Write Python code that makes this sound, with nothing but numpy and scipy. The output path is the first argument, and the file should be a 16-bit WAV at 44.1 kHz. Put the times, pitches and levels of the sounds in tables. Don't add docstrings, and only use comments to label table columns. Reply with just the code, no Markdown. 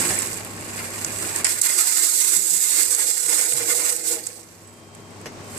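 import sys
import numpy as np
from scipy import signal
from scipy.fft import rfft, irfft, next_fast_len
from scipy.io import wavfile
from scipy.ndimage import uniform_filter1d, map_coordinates

SR = 44100
rng = np.random.default_rng(int(sys.argv[2]) if len(sys.argv) > 2 else 0)


def transcribe(u):
    v = np.clip(np.atleast_2d(u).T, -1, 1)
    q = np.round(v * 32767).astype(np.int16)
    wavfile.write(sys.argv[1], SR, q)


N = 246078

# f/Hz, level/dB
RUMBLE_SPECTRUM = [(25,-17), (60,-7.5), (100,0), (160,2), (330,-1), (500,-2.5), (800,-5), (1150,-7),
                   (1600,-12.5), (2400,-13), (3300,-18.5), (5000,-16.5), (8000,-19), (14000,-58)]
# f/Hz, correlation
RUMBLE_LIKENESS = [(30, 0.14), (100, 0.94), (300, 0.82), (600, 0.68), (1200, 0.035), (4000, 0.089)]
# f/Hz, relative level/dB
DRONE_TONES = [(168,-6), (234,-1), (338,-2.5), (409,-2), (915,-11.5), (1100,-4.5)]
# t/s, level/dB
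STREAM_FLOW = [(0,-21.5), (.22,-29), (.5,-42.5), (.68,-39.5), (.85,-35.5), (1.15,-33.5), (1.39,-29.5),
               (1.43,-36), (1.49,-15), (1.535,-16), (1.56,-22.5), (1.588,-17), (1.608,-27.5), (1.63,-6),
               (1.75,-7.5), (1.88,-1), (2.35,-.5), (2.6,1.5), (3.2,-2), (3.9,-4.5), (3.955,-9.5),
               (4.005,-17.5), (4.05,-16), (4.2,-22.5), (4.5,-42), (4.9,-51), (5.42,-53), (5.58,-36.5)]
# t/s, length/s, hiss swell/dB, wall swell/dB, floor swell/dB
CLUMP_SWELLS = [(0.334,0.012,2,-1,-4), (.781,0.016,4,6,5), (1.221,0.044,2,2,7), (1.354,0.0097,1,3,5),
                (1.5,0.028,0.5,-1,1.5), (1.658,0.037,3.5,4.5,-3.5), (1.791,0.03,7.5,10,3.5),
                (1.881,0.016,3,6.5,1), (1.927,0.0085,1.5,1.5,-1), (1.974,0.012,3,7,-3),
                (2.038,0.029,4.5,2,5), (2.157,0.023,3,1,2.5), (2.344,0.097,1.5,1,7), (2.508,.02,1,-4.5,3),
                (2.68,0.0072,1.5,3,-5.5), (2.743,0.0092,-0.5,2,1), (2.795,0.02,4.5,4.5,5.5),
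                (2.916,0.0088,4.5,4.5,0), (2.984,0.021,5.5,9.5,8.5), (3.061,0.028,3.5,1,3),
                (3.293,0.04,3.5,8,4), (3.393,0.05,2,7.5,1), (3.606,0.021,-3,6,2.5), (3.696,0.012,2,9.5,1),
                (3.799,0.087,-1,5.5,-1), (4.07,0.058,9.5,5,1.5), (4.118,0.036,1,4.5,7.5)]
# f/Hz, level/dB
FLAKE_SPECTRUM = [(40,-62), (300,-37), (1500,-31), (2750,-20), (3100,-24.5), (3450,-18), (3800,-15),
                  (4900,-11), (5900,-10.5), (7000,-4), (7700,-1.5), (8100,1), (8450,-3.5), (8900,-5.5),
                  (11000,-9.5), (14500,-14.5)]
# f/Hz, left minus right/dB
FLAKE_BALANCE = [(1500,28), (3000,-3), (4300,-11), (6200,-2), (7200,-11), (8000,-16.5), (8900,-11),
                 (10500,-11.5), (13500,-3)]
# f/Hz, level/dB
WALL_SPECTRUM = [(25,-57), (80,-24), (250,-8.5), (600,-5.5), (850,-10), (1200,-15.5), (1600,-0.5),
                 (2100,-2.5), (2400,-1), (2570,-4), (2760,0.5), (3100,-11), (3450,-12.5), (5000,-5.5),
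                 (9000,-66)]
# t/s, clatter change/dB
WALL_TRIM = [(1.5,3.5), (1.65,2.5), (2.0,0.5), (2.55,-1), (2.8,0.5), (3.3,0.5), (3.7,-1)]
# f/Hz, width/Hz, relative level/dB
WALL_RESONANCES = [(1060,55,-5), (1245,14,-5), (1441,16,4), (1580,30,-1), (1840,30,-1), (2035,18,3),
                   (2099,14,9.5), (2170,24,0), (2760,90,-4), (3440,50,-3)]
FLOOR_RESONANCES = [(168,8,-11), (321,18,0), (364,12,-2), (410,11,-2.5)]
CHUTE_RESONANCES = [(472,8,4), (501,9,2.5), (630,16,-8), (730,30,-13), (830,25,-12)]
# t/s, drumming change/dB, chute relative to floor/dB
MIC_APPROACH = [(1.8,2,-5.5), (2.4,-0.5,-7), (3.0,4,3.5), (3.35,7.5,5.5), (3.65,10,5.5), (4.0,10.5,5.5),
                (4.35,16,6), (4.6,0,-2.5)]
# t/s, f/Hz, level/dB
BODY_THUDS = [(.05,346,-22.5), (1.747,93,-31), (2.36,169.6,-13), (2.51,164,-16), (2.87,98,-20),
              (3.232,153,-21), (3.53,136,-14.5), (3.59,115,-16.5)]
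# t/s, relative level/dB
STEEL_KNOCKS = [(0.105,-22), (5.258,-25), (5.267,-30.5)]
# t/s, relative level/dB, wall share/dB, ring f/Hz
FLAKE_SNAPS = [(.154,-14,-30,7500), (.1889,-12,-30,7750), (.2085,-14,-37,7000), (.2205,-12,-31,7350),
               (.272,-17,-33,8200), (.3305,-15.5,-32,4700), (.3425,-18,-32,8400), (.448,-19,-14,11500),
               (.61,-24.5,-20,8500), (.9811,-20,-27,7000), (1.013,-20,-24,7600), (1.0465,-8.5,-19,6600),
               (1.1861,-18,-18,8000), (1.226,-14,-28,7600), (1.2715,-16.5,-15,9000), (1.3602,-7,-26,8400),
               (1.4452,-1,-20,7900), (1.4478,0.5,-23.5,6600), (1.4676,2,-12,7000), (1.6148,11,-54,8200),
               (1.6175,13,-54,7900), (2.097,11.5,-34,7600), (2.3219,7,-35,8300), (2.3948,7,-24,7900),
               (2.498,9,-45,8200), (2.7744,2,-37,7450), (2.9485,19.5,-26,7960), (3.4119,14,-23,7800),
               (3.522,11,-12,8600), (3.5335,14,-38,8500), (3.537,11,-38,8500), (4.2665,-1,-20,7500),
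               (4.2703,-1,-26,7140), (4.3632,-20,-21,7000), (4.4095,-22,-26,9400), (4.431,-19,-14,6100),
               (4.6362,-28,-26,9000), (4.6751,-28,-24,9000), (4.9497,-25,-11,9000), (5.2139,-31.5,-21,8500)]
# f/Hz, level/dB
CRASH_SPECTRUM = [(200,-12), (900,-9), (1400,-6.5), (2000,1), (2900,-8.5), (4000,-11), (5300,3), (6100,-14),
                  (7000,0), (8000,4), (9000,-1), (14000,-30)]
# f/Hz, level/dB
SETTLING_SPECTRUM = [(2000,-25), (3300,-14), (4500,-3.5), (5800,-3), (7600,-1), (9500,-7), (14000,-12)]
# start/s, end/s, f/Hz, level/dB, left minus right/dB
MACHINE_WHISTLES = [(4.59,4.784,7780,-46,-19), (4.62,5.276,3180,-56.5,0), (5.38,5.68,3100,-57,0)]


def amp(db):
    return 10 ** (np.asarray(db) / 20)


def unit(pair):
    return pair / np.sqrt(np.mean(pair.mean(0) ** 2) + 1e-20)


def along(points, hz):
    f, values = np.transpose(points)
    return np.interp(np.log(hz + 1), np.log(f), values)


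def curves(rows):
    times, *columns = np.transpose(rows)
    return [np.interp(np.arange(N) / SR, times, column) for column in columns]


def wobble(rate):
    return map_coordinates(rng.standard_normal(int(N * rate / SR) + 4), [np.arange(N) * rate / SR])


def pan(lean_db):
    return amp(np.array([[.5], [-.5]]) * lean_db)


def filtered(x, response):
    size = 2 * next_fast_len(N // 2 + SR // 4)
    return irfft(rfft(x, size) * response(np.fft.rfftfreq(size, 1 / SR)), size)[..., :N]


def causal(points, hz):
    gain = amp(along(points, hz))
    cepstrum = irfft(np.log(gain / np.sqrt(np.mean(gain ** 2))))
    half = len(cepstrum) // 2
    cepstrum[1:half] *= 2
    cepstrum[half + 1:] = 0
    return np.exp(rfft(cepstrum))


def ringing(modes, hz):
    return sum((-1) ** k * amp(db) * 1j * hz * width / (centre ** 2 - hz ** 2 + 1j * hz * width)
               for k, (centre, width, db) in enumerate(modes))


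def burst(t60):
    t = np.arange(int(t60 * SR) + 8) / SR
    noise = rng.standard_normal((2, len(t))) * amp(-60 * t / t60)
    return noise / np.sqrt(np.sum(noise ** 2, axis=1, keepdims=True))


def add(track, start_s, sound):
    span = track[:, round(start_s * SR):][:, :sound.shape[1]]
    span += sound[:, :span.shape[1]]


def hall(rumble_db=-40, hum_db=-46.5, drone_db=-51):
    def mid_and_side(hz):
        angle = np.arccos(np.clip(along(RUMBLE_LIKENESS, hz), -1, 1)) / 2
        return amp(along(RUMBLE_SPECTRUM, hz)) * [np.cos(angle), np.sin(angle)]

    def tone(hz):
        level = np.sqrt(2) * amp(0.83 * wobble(17))
        return level * np.sin(2 * np.pi * hz * t + 0.043 * np.sqrt(hz) * wobble(14))

    t = np.arange(N) / SR
    surge_db = 8.5 * np.exp(-t / 0.18)
    mid, side = filtered(rng.standard_normal((2, N)), mid_and_side)
    rumble = unit(np.array([mid + side, mid - side]))
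    rumble *= amp(rumble_db + 1.1 * surge_db + 0.86 * wobble(18))
    drone = sum(amp(db) * tone(hz) for hz, db in DRONE_TONES) * amp(drone_db + surge_db)
    hum = tone(100.3) * amp(hum_db)
    return pan(0.82) * rumble + pan(5.4) * (hum + drone)


def clump_swells(attack_s=0.019, release_s=0.066):
    t = np.arange(N) / SR
    out = np.zeros((3, N))
    for start, length, *swell_db in CLUMP_SWELLS:
        shape = np.minimum(1 + (t - start) / attack_s, 1 - (t - start - length) / release_s)
        out += np.outer(swell_db, np.clip(shape, 0, 1))
    return out


def collisions(rate, spread_db, t60):
    chance = np.clip(rate / SR, 0, 1)
    sizes = amp(spread_db * np.clip(rng.standard_normal(N), -2, 2))
    energy = (rng.random(N) < chance) * sizes ** 2 / chance
    decay = np.exp(-2 * np.log(1000) / (t60 * SR))
    envelope = np.sqrt(signal.lfilter([1], [1, -decay], energy))
    return unit(envelope * rng.standard_normal((2, N)))


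def pings(rate, t60, low_hz, high_hz):
    t = np.arange(int(t60 * SR)) / SR
    out = np.zeros((2, N))
    for when, spot, size, left_phase, right_phase in rng.random((int(rate * N / SR), 5)):
        hz = low_hz * (high_hz / low_hz) ** np.sqrt(spot)
        ring = np.sin(2 * np.pi * (hz * t + np.array([[left_phase], [right_phase]])))
        add(out, when * N / SR, ring * amp(10 * size - 60 * t / t60) * (1 - np.exp(-t * hz)))
    return unit(out)


def reflected(x, wet_db, t60):
    hop = SR // 8
    fade = np.hanning(2 * hop)
    echo = np.zeros((2, N))
    padded = np.pad(x, ((0, 0), (0, 2 * hop)))
    for start in range(0, N, hop):
        piece = padded[:, start:start + 2 * hop] * fade
        add(echo, start / SR, signal.fftconvolve(piece, burst(t60), axes=1))
    return x + amp(wet_db) * echo


def plastic(x):
    def response(hz):
        sides = pan(along(FLAKE_BALANCE, hz))
        return causal(FLAKE_SPECTRUM, hz) * 2 * sides / np.linalg.norm(sides, axis=0)
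    return filtered(x, response)


def steel(x, ring_db=-2, drive=0.97):
    def response(hz):
        modes = ringing(WALL_RESONANCES, hz)
        return amp(ring_db) * modes / np.sqrt(np.mean(np.abs(modes) ** 2))
    clatter = filtered(x, lambda hz: causal(WALL_SPECTRUM, hz))
    ring = filtered(x * drive, response)
    return pan(2.1) * (clatter + ring) / np.hypot(1, amp(ring_db) * drive)


def flake_hiss(rate, stream_db):
    ticks = collisions(rate, spread_db=3, t60=0.0083)
    chinks = pings(rate=260, t60=0.038, low_hz=6880, high_hz=8570)
    lean = pan(np.interp(stream_db, [-30, 0], [1.5, -2]))
    return unit(lean * plastic(reflected(ticks, wet_db=-0.5, t60=.09) + amp(-13) * chinks))


def wall_clatter(rate, stream_db, flutter_db):
    strikes = collisions(rate, spread_db=1, t60=0.008) * amp(flutter_db)
    dense = unit(steel(strikes, drive=np.interp(stream_db, [-28, -12], [.25, 1])))
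    notes = pings(rate=460, t60=0.12, low_hz=555.3, high_hz=2519)
    return unit(dense + amp(-3.5) * pan(2.8) * notes)


def drumming(rate, chute_db):
    blows = collisions(rate, spread_db=2.5, t60=0.0023)
    blows = (blows + .5 * blows[::-1]) * amp(wobble(18))
    blows = filtered(blows, lambda hz: hz ** 2 / (hz ** 2 + 110 ** 2))
    floor = unit(filtered(blows, lambda hz: ringing(FLOOR_RESONANCES, hz)))
    chute = unit(filtered(blows, lambda hz: ringing(CHUTE_RESONANCES, hz)))
    return pan(2.4) * (floor + amp(chute_db) * chute) / np.hypot(1, amp(chute_db))


def pour():
    stream_db, = curves(STREAM_FLOW)
    near_db, chute_db = curves(MIC_APPROACH)
    trim_db, = curves(WALL_TRIM)
    hiss_db, wall_db, floor_db = clump_swells()
    hiss_db += stream_db
    wall_db += -19 + 0.72 * stream_db + trim_db
    floor_db += -27 + 0.74 * stream_db + near_db
    lumpiness = np.interp(stream_db, [-35, -10], [.45, .9])
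    lumps = lumpiness * (.6 * wobble(28) + 1.3 * wobble(85))
    rate = 600 + 7000 * amp(.45 * hiss_db)
    hiss = flake_hiss(rate, stream_db)
    flutter_db = 2.35 * lumps + 1.4 * lumpiness * wobble(29.71)
    clatter = wall_clatter(rate / 2, stream_db, flutter_db)
    drum = drumming(rate / 2, chute_db)
    return hiss * amp(hiss_db + 1.075 * lumps) + clatter * amp(wall_db) + drum * amp(floor_db)


def thuds(t60=0.26, attack_s=0.014):
    t = np.arange(SR // 2) / SR
    out = np.zeros((2, N))
    for start, hz, db in BODY_THUDS:
        envelope = amp(db - 60 * t / t60) * (1 - np.exp(-t / attack_s))
        add(out, start, pan(4.8) * envelope * np.sin(2 * np.pi * hz * t))
    return out


def knocks():
    blows = np.zeros((2, N))
    for start, db in STEEL_KNOCKS:
        add(blows, start, amp(db + 20.5) * burst(t60=0.1))
    thud = filtered(blows.mean(0), lambda hz: ringing([(233, 370, 8), (695, 400, -11)], hz))
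    jolt = filtered(blows, lambda hz: ringing([(5600, 760, 0)], hz))
    return amp(-2.5) * steel(blows, ring_db=-6) + amp(13) * thud + amp(7) * jolt


def snaps(width_hz=3600, t60=0.019):
    ticks, blows = np.zeros((2, 2, N))
    for start, db, wall_db, hz in FLAKE_SNAPS:
        ring = signal.lfilter(*signal.iirpeak(hz, hz / width_hz, SR), burst(t60))
        add(ticks, start, amp(db + 13) * ring)
        add(blows, start, amp(db + wall_db + 17) * burst(t60))
    return plastic(reflected(ticks, wet_db=-10, t60=.08)) + steel(blows)


def crash(start_s=1.445, level_db=-13, t60=0.28):
    since = np.arange(N) / SR - start_s
    envelope = (since > 0) * amp(-60 * np.maximum(since, 0) / t60)
    scatter = collisions(5200, spread_db=3.5, t60=0.0067) * envelope
    return pan(-1.5) * amp(level_db) * filtered(scatter, lambda hz: causal(CRASH_SPECTRUM, hz))


def settling(loudest_s=4.26, loudest_db=-29.5, rise_db_per_s=34, fall_db_per_s=63):
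    since = np.arange(N) / SR - loudest_s
    level_db = loudest_db + np.minimum(rise_db_per_s * since, -fall_db_per_s * since)
    skitter = reflected(collisions(640, spread_db=5, t60=0.0067), wet_db=3.5, t60=0.071)
    return amp(level_db) * unit(pan(-11) * filtered(skitter, lambda hz: causal(SETTLING_SPECTRUM, hz)))


def whistles(fade_s=0.13):
    t = np.arange(N) / SR
    out = np.zeros((2, N))
    for start, end, hz, db, lean_db in MACHINE_WHISTLES:
        fade = np.clip(np.minimum(t - start, end - t) / fade_s, 0, 1)
        level = fade * amp(db + 2.5 * wobble(30))
        out += pan(lean_db) * level * np.sin(2 * np.pi * hz * t + .5 * wobble(60))
    return out


def gain_control(x, threshold_db=-14, recovery_db_per_s=10.5,
                 sense_s=0.0042, duck_s=0.01, lookahead_s=0.0063):
    samples = np.arange(N)
    power = np.abs(uniform_filter1d(np.mean(x ** 2, axis=0), round(sense_s * SR)))
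    excess_db = np.maximum(10 * np.log10(power + 1e-20) - threshold_db, 0)
    recovered_db = recovery_db_per_s * samples / SR
    held_db = np.maximum.accumulate(excess_db + recovered_db) - recovered_db
    ahead_db = np.interp(samples + lookahead_s * SR, samples, held_db)
    smoothing = np.exp(-1 / (duck_s * SR))
    return x * amp(-signal.lfilter([1 - smoothing], [1, -smoothing], ahead_db))


def scene():
    return pour() + crash() + snaps() + settling() + knocks() + thuds() + hall() + whistles()


def record(dry):
    ceiling, top_hz = .88, 14500
    ridden = gain_control(dry)
    limited = ridden / (1 + np.abs(ridden / ceiling) ** 6) ** (1 / 6)
    return filtered(limited, lambda hz: 1 / np.sqrt(1 + (hz / top_hz) ** 400))


dry = scene()
out = record(dry)
transcribe(out)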